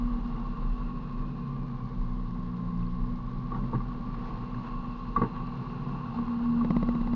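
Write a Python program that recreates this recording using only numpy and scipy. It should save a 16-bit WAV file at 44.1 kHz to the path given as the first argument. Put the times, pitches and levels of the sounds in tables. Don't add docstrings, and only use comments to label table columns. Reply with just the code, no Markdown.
import sys
import numpy as np
from scipy.fft import rfft, irfft, next_fast_len
from scipy.io import wavfile
from scipy.ndimage import uniform_filter1d, map_coordinates

SR = 44100
rng = np.random.default_rng(int(sys.argv[2]) if len(sys.argv) > 2 else 0)


def waveform_to_disk(signal):
    frames = np.transpose(np.atleast_2d(signal))
    scaled = np.clip(frames, -1, 1) * 32767
    samples = np.round(scaled).astype(np.int16)
    wavfile.write(sys.argv[1], SR, samples)


N = 315315

# (t/s, f/Hz)
FIRING_RATE = [(0, 80.84), (.3, 78.57), (.6, 76.2), (1.1, 71.76), (1.35, 71.03), (1.6, 68.06),
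               (2.05, 60.34), (2.5, 58.69), (2.9, 58.78), (3.25, 63.25), (3.65, 65.48), (4.4, 62.89),
               (5.1, 59.9), (5.7, 67.4), (5.95, 70.23), (6.13, 76.37), (6.2, 78.53), (6.5, 78.83),
               (7.15, 78.93)]
# (t/s, level/dB)
LOAD = [(0, 2), (.35, 2), (1.8, -0.8), (3.3, 0), (4.3, 1.64), (5.2, 1.73), (5.65, 2), (6.1, 2.5),
        (7.15, 2.5)]
# (t/s, level/dB)
DRONE_LEVEL = [(0, -45), (.3, -47), (.6, -43.5), (1.1, -41.5), (1.55, -40), (1.9, -43.5), (2.2, -45.5),
               (2.5, -46), (2.8, -40), (3, -42.5), (3.2, -42.5), (3.6, -41.5), (4.1, -50.5), (5.05, -53),
               (5.5, -44), (5.95, -42.5), (6.21, -37), (6.26, -44.5), (6.29, -39.5), (6.57, -33),
               (6.72, -39), (6.92, -38), (7.15, -39)]
# (multiple of the firing rate, level/dB)
EXHAUST_ORDERS = [(1, -3.5), (2, -0.5), (2.5, -10), (3, 1.5), (4, -16.5), (5.5, -15)]
# (f/Hz, gain/dB)
CAB_RESPONSE = [(60, -12.5), (78, -10.5), (100, -5), (118, 1), (128, 2), (140, 4), (152, -11), (162, -8),
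                (177, 6), (186, -6.5), (205, -13.5), (224, -12.5), (238, 9), (258, -2.5), (320, -13),
                (378, -4), (400, -11.5), (440, -22)]
# (f/Hz, width/Hz, gain/dB)
BAY_MODES = [(324, 18, -7.5), (466.3, 52.4, 2), (805, 32, -5), (903, 120, -6), (1065.5, 62.5, 4),
             (1120, 64, 1.5), (1330, 43, -23), (1740, 750, -17), (2097, 110, -11)]
# (multiple of the firing rate, level/dB)
SINGING_ORDERS = [(14, -23), (15, -23), (16, -24), (17, -24), (18, -20), (19, -24)]
# (f/Hz, level/dB)
HISS_SPECTRUM = [(900, -36), (1500, -3), (1900, -15.5), (2300, -4), (2800, -1), (3200, -1.5), (3650, -0.5),
                 (4170, -1), (4530, -4.5), (5000, -7.5), (5560, -13.5), (6900, -21), (7800, -57.5)]
# (t/s, level/dB)
INTAKE_LEVEL = [(0, -73), (.8, -68.5), (1.4, -72), (1.8, -76), (3.4, -76), (4.2, -68.5), (4.7, -64),
                (5.6, -64.5), (6.1, -65), (7.15, -65)]
# (f/Hz, level/dB)
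INTAKE_SPECTRUM = [(2000, -42), (2520, -8.5), (2740, 1.5), (2980, -14.5), (3500, -28), (3900, -16),
                   (4150, -7.5), (4450, -18), (5200, -40.5)]
# (t/s, level/dB)
WHINE_LEVEL = [(0, -71.5), (.6, -71.5), (1.3, -71), (1.7, -73), (2.05, -72), (2.3, -81), (2.8, -73),
               (3.3, -77), (7.15, -72.5)]

# (t/s, level/dB)
RUMBLE_LEVEL = [(0, -29.5), (.4, -36), (.77, -30.5), (.96, -38), (1.21, -34), (1.33, -42.5), (1.5, -39.5),
                (1.9, -39.5), (2.08, -31), (2.4, -36.5), (2.89, -32.5), (3.4, -37), (3.9, -35.5),
                (4.6, -38), (5.3, -36), (5.65, -45), (6.58, -40.5), (7, -27.5), (7.15, -37.5)]
# (f/Hz, level/dB)
RUMBLE_SPECTRUM = [(12, -34), (22, -5), (32, 9), (38, 6), (45, -3), (53, -7), (63, -36.5), (100, -38),
                   (200, -78)]
# (f/Hz, level/dB)
BOOM_SPECTRUM = [(60, -24.5), (100, -13), (118, 0), (145, -3.5), (172, 0.5), (205, -3), (228, -3.5),
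                 (252, -14.5), (272, -13), (330, -16.5), (480, -25.5), (600, -24.5), (1200, -64.5)]
# (t/s, clank level/dB, thud level/dB, thud softness/dB lost per octave)
RUT_BLOWS = [ (3.519, -29.5, -29.5, 2), (3.546, -31, -31, 6), (3.575, -52, -27, 8), (3.635, -56, -23, 7),
             (3.7305, -33, -27, -2), (3.7405, -35, -17, 6), (3.7483, -36, -8.5, 17.5), (3.803, -33, -55, 2),
             (4.141, -31.5, -52, 6), (4.512, -61, -57, -5), (4.844, -33, -49, 2.5), (5.162, -16, -36.5, 9),
             (5.174, -29.5, -21.5, 1.5), (5.216, -19, -13.5, 2), (5.233, -34, -23, -1.5),
             (5.364, -34, -49, 6), (5.398, -32.5, -58, 5), (5.952, -36.5, -31, 3),
             (6.185, -30.5, -34, -1.5), (6.61, -28.5, -41, 4.5)]
# (f/Hz, level/dB, t60/s)
METAL_MODES = [(792, -19, 0.26), (881, -18, 0.13), (1126, -1.5, 0.043), (1130.5, 4, 0.049),
               (1386, -11.5, 0.036), (1530, -20.5, 0.054), (1847, -20.5, 0.031), (2050, -24.5, 0.098),
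               (2460, -25.5, 0.029), (3700, -26.5, 0.026)]
# (f/Hz, level/dB, t60/s)
SHELL_MODES = [(127.1, -5.5, 0.16), (184.2, 1, 0.075), (225, -4.5, 0.14), (313.6, -2.5, 0.068),
               (399, -5, 0.077), (444.6, -6, 0.11), (793, -22.5, 0.08), (913, -6.5, 0.079)]
# (f/Hz, level/dB)
FITTINGS_SPECTRUM = [(900, -28), (1250, 3), (1600, 4), (2100, -7.5), (2400, -14), (2750, -7.5), (3300, -27),
                     (4200, -17.5), (5000, -36), (7000, -55)]
# (t/s, level/dB)
MOUNT_TAPS = [(6.646, -10), (6.705, -6.5), (6.7649, -8), (6.8271, -8), (6.8881, -11), (6.95, -14),
              (7.011, -17), (7.0723, -13), (7.133, -14.5)]
# (f/Hz, level/dB, t60/s)
MOUNT_MODES = [(170.2, -18, 0.1), (202, 2, 0.026), (496.7, -12, 0.02), (640, -16, 0.012),
               (875, -20.5, 0.03), (1080, -17.5, 0.025), (1550, -42, 0.0055), (1990, -23, 0.015),
               (3870, -36.5, 0.021)]
# (f/Hz, level/dB)
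CLICK_SPECTRUM = [(250, -8.5), (500, 13.5), (1200, 0), (1700, -10), (2100, -11.5), (2500, -12.5),
                  (4100, -21), (5200, -23.5), (7000, -39)]

# (f/Hz, level/dB)
GRIT_SPECTRUM = [(500, -8.0), (900, 9.5), (1400, 5.0), (1750, -23.5), (2200, -13.5), (3000, -19.5),
                 (4500, -26.0), (7000, -43.0)]
# (t/s, level/dB)
STONE_PATCHES = [(3.55, -46), (4.67, -50), (5.39, -53), (6.15, -52)]
# (t/s, level/dB, f/Hz)
SNAPS = [(2.83, -47, 2660), (2.866, -50.5, 4360), (3.518, -56, 1870), (3.546, -44, 1842),
         (3.638, -48, 2000), (4.256, -38, 1450), (4.545, -42, 1649), (4.647, -46, 1510), (5.470, -59, 4540)]
# (t/s, level/dB, half length/s)
BRANCH_SCRAPES = [(4.233, -67, .06), (4.664, -55, 0.026), (5.365, -55, .02)]
# (f/Hz, level/dB)
BRANCH_SPECTRUM = [(1000, -19), (1500, 3.5), (2100, -1.5), (2900, -6), (4200, -16.5), (7000, -32)]
# (t/s, level/dB)
LEAF_LEVEL = [(3.9, -78), (4.27, -49.5), (4.42, -57), (4.62, -61), (4.9, -85)]
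# (f/Hz, level/dB)
LEAF_SPECTRUM = [(500, -4), (900, 4), (1500, -15), (2300, -6.5), (3000, -18), (5000, -24), (7000, -45.5)]
# (f/Hz, width/Hz, gain/dB)
BULKHEAD_DIPS = [(80, 110, -20), (580, 37, -12), (1265, 210, -7), (2285, 600, -6.5)]
# (f/Hz, level/dB)
BUZZ_SPECTRUM = [(2500, -28.5), (4200, 4), (5200, 1.5), (6900, -11.5), (7800, -34.5)]

CLATTER_DB, HISS_DB, BOOM_DB, GRIT_DB = -45.5, -68.5, -41, -63
HISS_GROWTH, BOOM_GROWTH, GRIT_GROWTH = 0.57, 0.8, 5.3
BRIGHTENING = 2.1
REBOUND_S, REBOUND_LOSS_DB = .033, 16
TIME = np.arange(N) / SR


def engine():
    firing_hz, load_db = curve(FIRING_RATE), curve(LOAD)
    firings = np.cumsum(firing_hz * (1 + 0.0032 * wobble(14))) / SR
    beat_db = 0.5 * np.cos(2 * np.pi * firings)
    clatter = bay_clatter(firings, firing_hz, beat_db, load_db, sag=0.0099)
    valve_noise = amp(beat_db + wobble(60)) * rng.standard_normal(N)
    hiss = amp(HISS_DB + HISS_GROWTH * load_db) * coloured(valve_noise, HISS_SPECTRUM)
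    intake_air = amp(beat_db) * rng.standard_normal(N)
    intake = amp(curve(INTAKE_LEVEL)) * coloured(intake_air, INTAKE_SPECTRUM)
    whine = alternator(firings, order=35.3)
    return drone(firings, firing_hz, load_db, waver_db=0.4) + clatter + hiss + intake + whine


def drone(firings, firing_hz, load_db, waver_db):
    drone_db, out = curve(DRONE_LEVEL), np.zeros(N)
    for order, order_db in EXHAUST_ORDERS:
        cab_db = np.interp(order * firing_hz, *np.transpose(CAB_RESPONSE))
        db = drone_db + order_db + cab_db + waver_db * wobble(18)
        db += BRIGHTENING * max(order - 4, 0) * load_db
        out += np.sqrt(2) * amp(db) * np.sin(2 * np.pi * (order * firings + rng.random()))
    return out


def bay_clatter(firings, firing_hz, beat_db, load_db, sag):
    rattle = unit(amp(beat_db + wobble(45)) * rng.standard_normal(N))
    drive = rattle + singing(firings, firing_hz, centre_hz=1115, width_hz=120, waver=0.5)
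    drive += 0.27 * combustion(firings, cylinder_db=2.5, scatter_db=5.0)
    slack = np.clip(load_db / load_db.min(), 0, 1)
    slack_modes = [(hz * (1 - sag), width, db) for hz, width, db in BAY_MODES]
    ring = (1 - slack) * resonate(drive, BAY_MODES) + slack * resonate(drive, slack_modes)
    return lowpass(bulkhead(amp(CLATTER_DB + load_db) * ring), cutoff_hz=1550, poles=3)


def singing(firings, firing_hz, centre_hz, width_hz, waver):
    out = np.zeros(N)
    for order, db in SINGING_ORDERS:
        nearness = bell(order * firing_hz, centre_hz, width_hz)
        unsteady = 1 + waver * (wobble(22) + 1j * wobble(22))
        tone = np.exp(2j * np.pi * (order * firings + rng.random()))
        out += amp(db) * nearness * np.real(unsteady * tone)
    return out


def combustion(firings, cylinder_db, scatter_db):
    at = np.flatnonzero(np.diff(np.floor(firings)))
    cylinder = np.resize(rng.standard_normal(4), len(at))
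    pulses = np.zeros(N)
    pulses[at] = amp(cylinder_db * cylinder + scatter_db * rng.standard_normal(len(at)))
    return unit(pulses)


def alternator(firings, order):
    flutter = wobble(190) + 1j * wobble(190)
    whine = np.real(flutter * np.exp(2j * np.pi * order * firings))
    return amp(curve(WHINE_LEVEL) - 0.5) * unit(whine)


def road(jolts_per_s, hum_hz, hum_db):
    sway = coloured(rng.standard_normal(N), RUMBLE_SPECTRUM)
    sway_power = np.abs(uniform_filter1d(sway ** 2, size=5000))
    sway = unit(sway / np.sqrt(sway_power + 0.69))
    boom_db = BOOM_DB + BOOM_GROWTH * curve(LOAD) + 0.87 * wobble(jolts_per_s)
    boom = amp(boom_db) * coloured(rng.standard_normal(N), BOOM_SPECTRUM)
    hum_phase = 2 * np.pi * hum_hz * TIME + 0.63 * wobble(22)
    hum = amp(hum_db + 1.8 * wobble(21)) * np.sin(hum_phase)
    rumble_db = curve(RUMBLE_LEVEL) - 1.5 * wobble(jolts_per_s)
    return amp(rumble_db) * sway + boom + hum


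def knocks(crack_db, crack_t60):
    rings, cracks, t = np.zeros(N), np.zeros(N), np.arange(SR // 3) / SR
    rebounds = [(s + REBOUND_S, clank_db - REBOUND_LOSS_DB, thud_db - REBOUND_LOSS_DB, softness)
                for s, clank_db, thud_db, softness in RUT_BLOWS]
    for s, clank_db, thud_db, softness in RUT_BLOWS + rebounds:
        add(rings, s, amp(clank_db) * strike(METAL_MODES, attack_s=0.0027, scatter_db=1.5))
        shell = [(hz, db - softness * np.log2(hz / SHELL_MODES[0][0]), t60)
                 for hz, db, t60 in SHELL_MODES]
        add(rings, s, amp(thud_db) * strike(shell, attack_s=0.0026, scatter_db=1.0))
        add(cracks, s, amp(clank_db + crack_db - 60 * t / crack_t60) * rng.standard_normal(len(t)))
    return rings + lowpass(cracks, cutoff_hz=4000, poles=10)


def mount(click_db, click_t60):
    swings, clicks, t = np.zeros(N), np.zeros(N), np.arange(SR // 10) / SR
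    for s, db in MOUNT_TAPS:
        add(swings, s, amp(db) * strike(MOUNT_MODES, attack_s=0.002, scatter_db=1.0))
        add(clicks, s, amp(db + click_db - 60 * t / click_t60) * (1 - np.exp(-t / 0.0015)))
    taps = swings + clicks * coloured(rng.standard_normal(N), CLICK_SPECTRUM)
    return filtered(taps, lambda hz: 1 / np.sqrt(1 + (150 / (hz + 1)) ** 8))


def fittings(shake_db, rise_s):
    shake, age = np.zeros(N), np.arange(SR // 4) / SR / rise_s
    for s, _, thud_db, softness in RUT_BLOWS:
        add(shake, s, amp(thud_db - softness + shake_db) * age * np.exp(1 - age))
    return shake * coloured(grains(per_s=1200), FITTINGS_SPECTRUM)


def grit(patch_half_s):
    patches = sum(amp(db) * bell(TIME, s, patch_half_s) for s, db in STONE_PATCHES)
    crunch = amp(GRIT_DB + GRIT_GROWTH * curve(LOAD)) + patches
    clumps = grains(per_s=1500) * amp(1.9 * wobble(35))
    out = crunch * coloured(clumps, GRIT_SPECTRUM)
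    for s, db, hz in SNAPS:
        modes = [(hz, 0, .015), (0.98 * hz, -10, .01)]
        add(out, s, amp(db) * strike(modes, attack_s=0.00046, scatter_db=3.5))
    return out


def branches():
    contact = sum(amp(db) * bell(TIME, s, half_s) for s, db, half_s in BRANCH_SCRAPES)
    return contact * coloured(grains(per_s=2500), BRANCH_SPECTRUM)


def leaves(flicker_db):
    level = amp(curve(LEAF_LEVEL))
    rustle = grains(per_s=4000) * amp(flicker_db * wobble(58))
    return (level - level.min()) * coloured(rustle, LEAF_SPECTRUM)


def buzz(hz, level_db, tick_s, second_tick_db):
    half_cycles = 2 * hz * TIME
    age_s = half_cycles % 1 / (2 * hz)
    ticks = np.exp(-age_s / tick_s) * amp(second_tick_db * (np.floor(half_cycles) % 2))
    return amp(level_db) * coloured(ticks * rng.standard_normal(N), BUZZ_SPECTRUM)


def bulkhead(x):
    return filtered(x, lambda f: np.prod(
        [1 + (amp(db) - 1) * resonance(f, hz, width) for hz, width, db in BULKHEAD_DIPS], axis=0))


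def strike(modes, attack_s, scatter_db):
    t = np.arange(SR // 3) / SR
    ring = np.zeros(len(t))
    for hz, db, t60 in modes:
        decay = amp(db + scatter_db * rng.normal() - 60 * t / t60)
        ring += decay * np.sin(2 * np.pi * hz * (1 + 0.0076 * rng.normal()) * t)
    return ring * (1 - np.exp(-t / attack_s))


def grains(per_s):
    return (rng.random(N) < per_s / SR) * rng.standard_normal(N)


def resonance(f, hz, width):
    return 1j * f * width / (hz * hz - f * f + 1j * f * width)


def resonate(x, modes):
    return unit(filtered(x, lambda f: sum(amp(db) * resonance(f, hz, width) for hz, width, db in modes)))


def coloured(x, spectrum):
    f, db = np.transpose(spectrum)
    return unit(filtered(x, lambda hz: amp(np.interp(np.log(hz + 1), np.log(f), db))))


def lowpass(x, cutoff_hz, poles):
    return filtered(x, lambda hz: 1 / np.sqrt(1 + (hz / cutoff_hz) ** (2 * poles)))


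def filtered(x, response):
    size = next_fast_len(N + SR // 2)
    return irfft(rfft(x, size) * response(np.fft.rfftfreq(size, 1 / SR)), size)[:N]


def wobble(rate):
    return map_coordinates(rng.standard_normal(int(N * rate / SR) + 4), [np.arange(N) * rate / SR])


def curve(rows):
    return np.interp(TIME, *np.transpose(rows))


def bell(x, centre, half_width):
    return np.exp(-((x - centre) / half_width) ** 2)


def add(track, s, sound):
    start = max(round(s * SR), 0)
    track[start:start + len(sound)] += sound[:N - start]


def amp(db):
    return 10 ** (np.asarray(db) / 20)


def unit(x):
    return x / np.sqrt(np.mean(x ** 2) + 1e-20)


def scene():
    outside = knocks(crack_db=-26, crack_t60=0.045) + fittings(shake_db=-31, rise_s=0.01)
    outside += grit(patch_half_s=0.035) + branches() + leaves(flicker_db=-0.5)
    cab = engine() + road(jolts_per_s=12, hum_hz=243.1, hum_db=-39)
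    return (cab + bulkhead(outside) + mount(click_db=-21, click_t60=0.03))[None]


def record(dry):
    heard = dry[0] + buzz(hz=57.6, level_db=-80, tick_s=0.00025, second_tick_db=-9.0)
    return lowpass(heard, cutoff_hz=7100, poles=40)[None]


dry = scene()
out = record(dry)
waveform_to_disk(out)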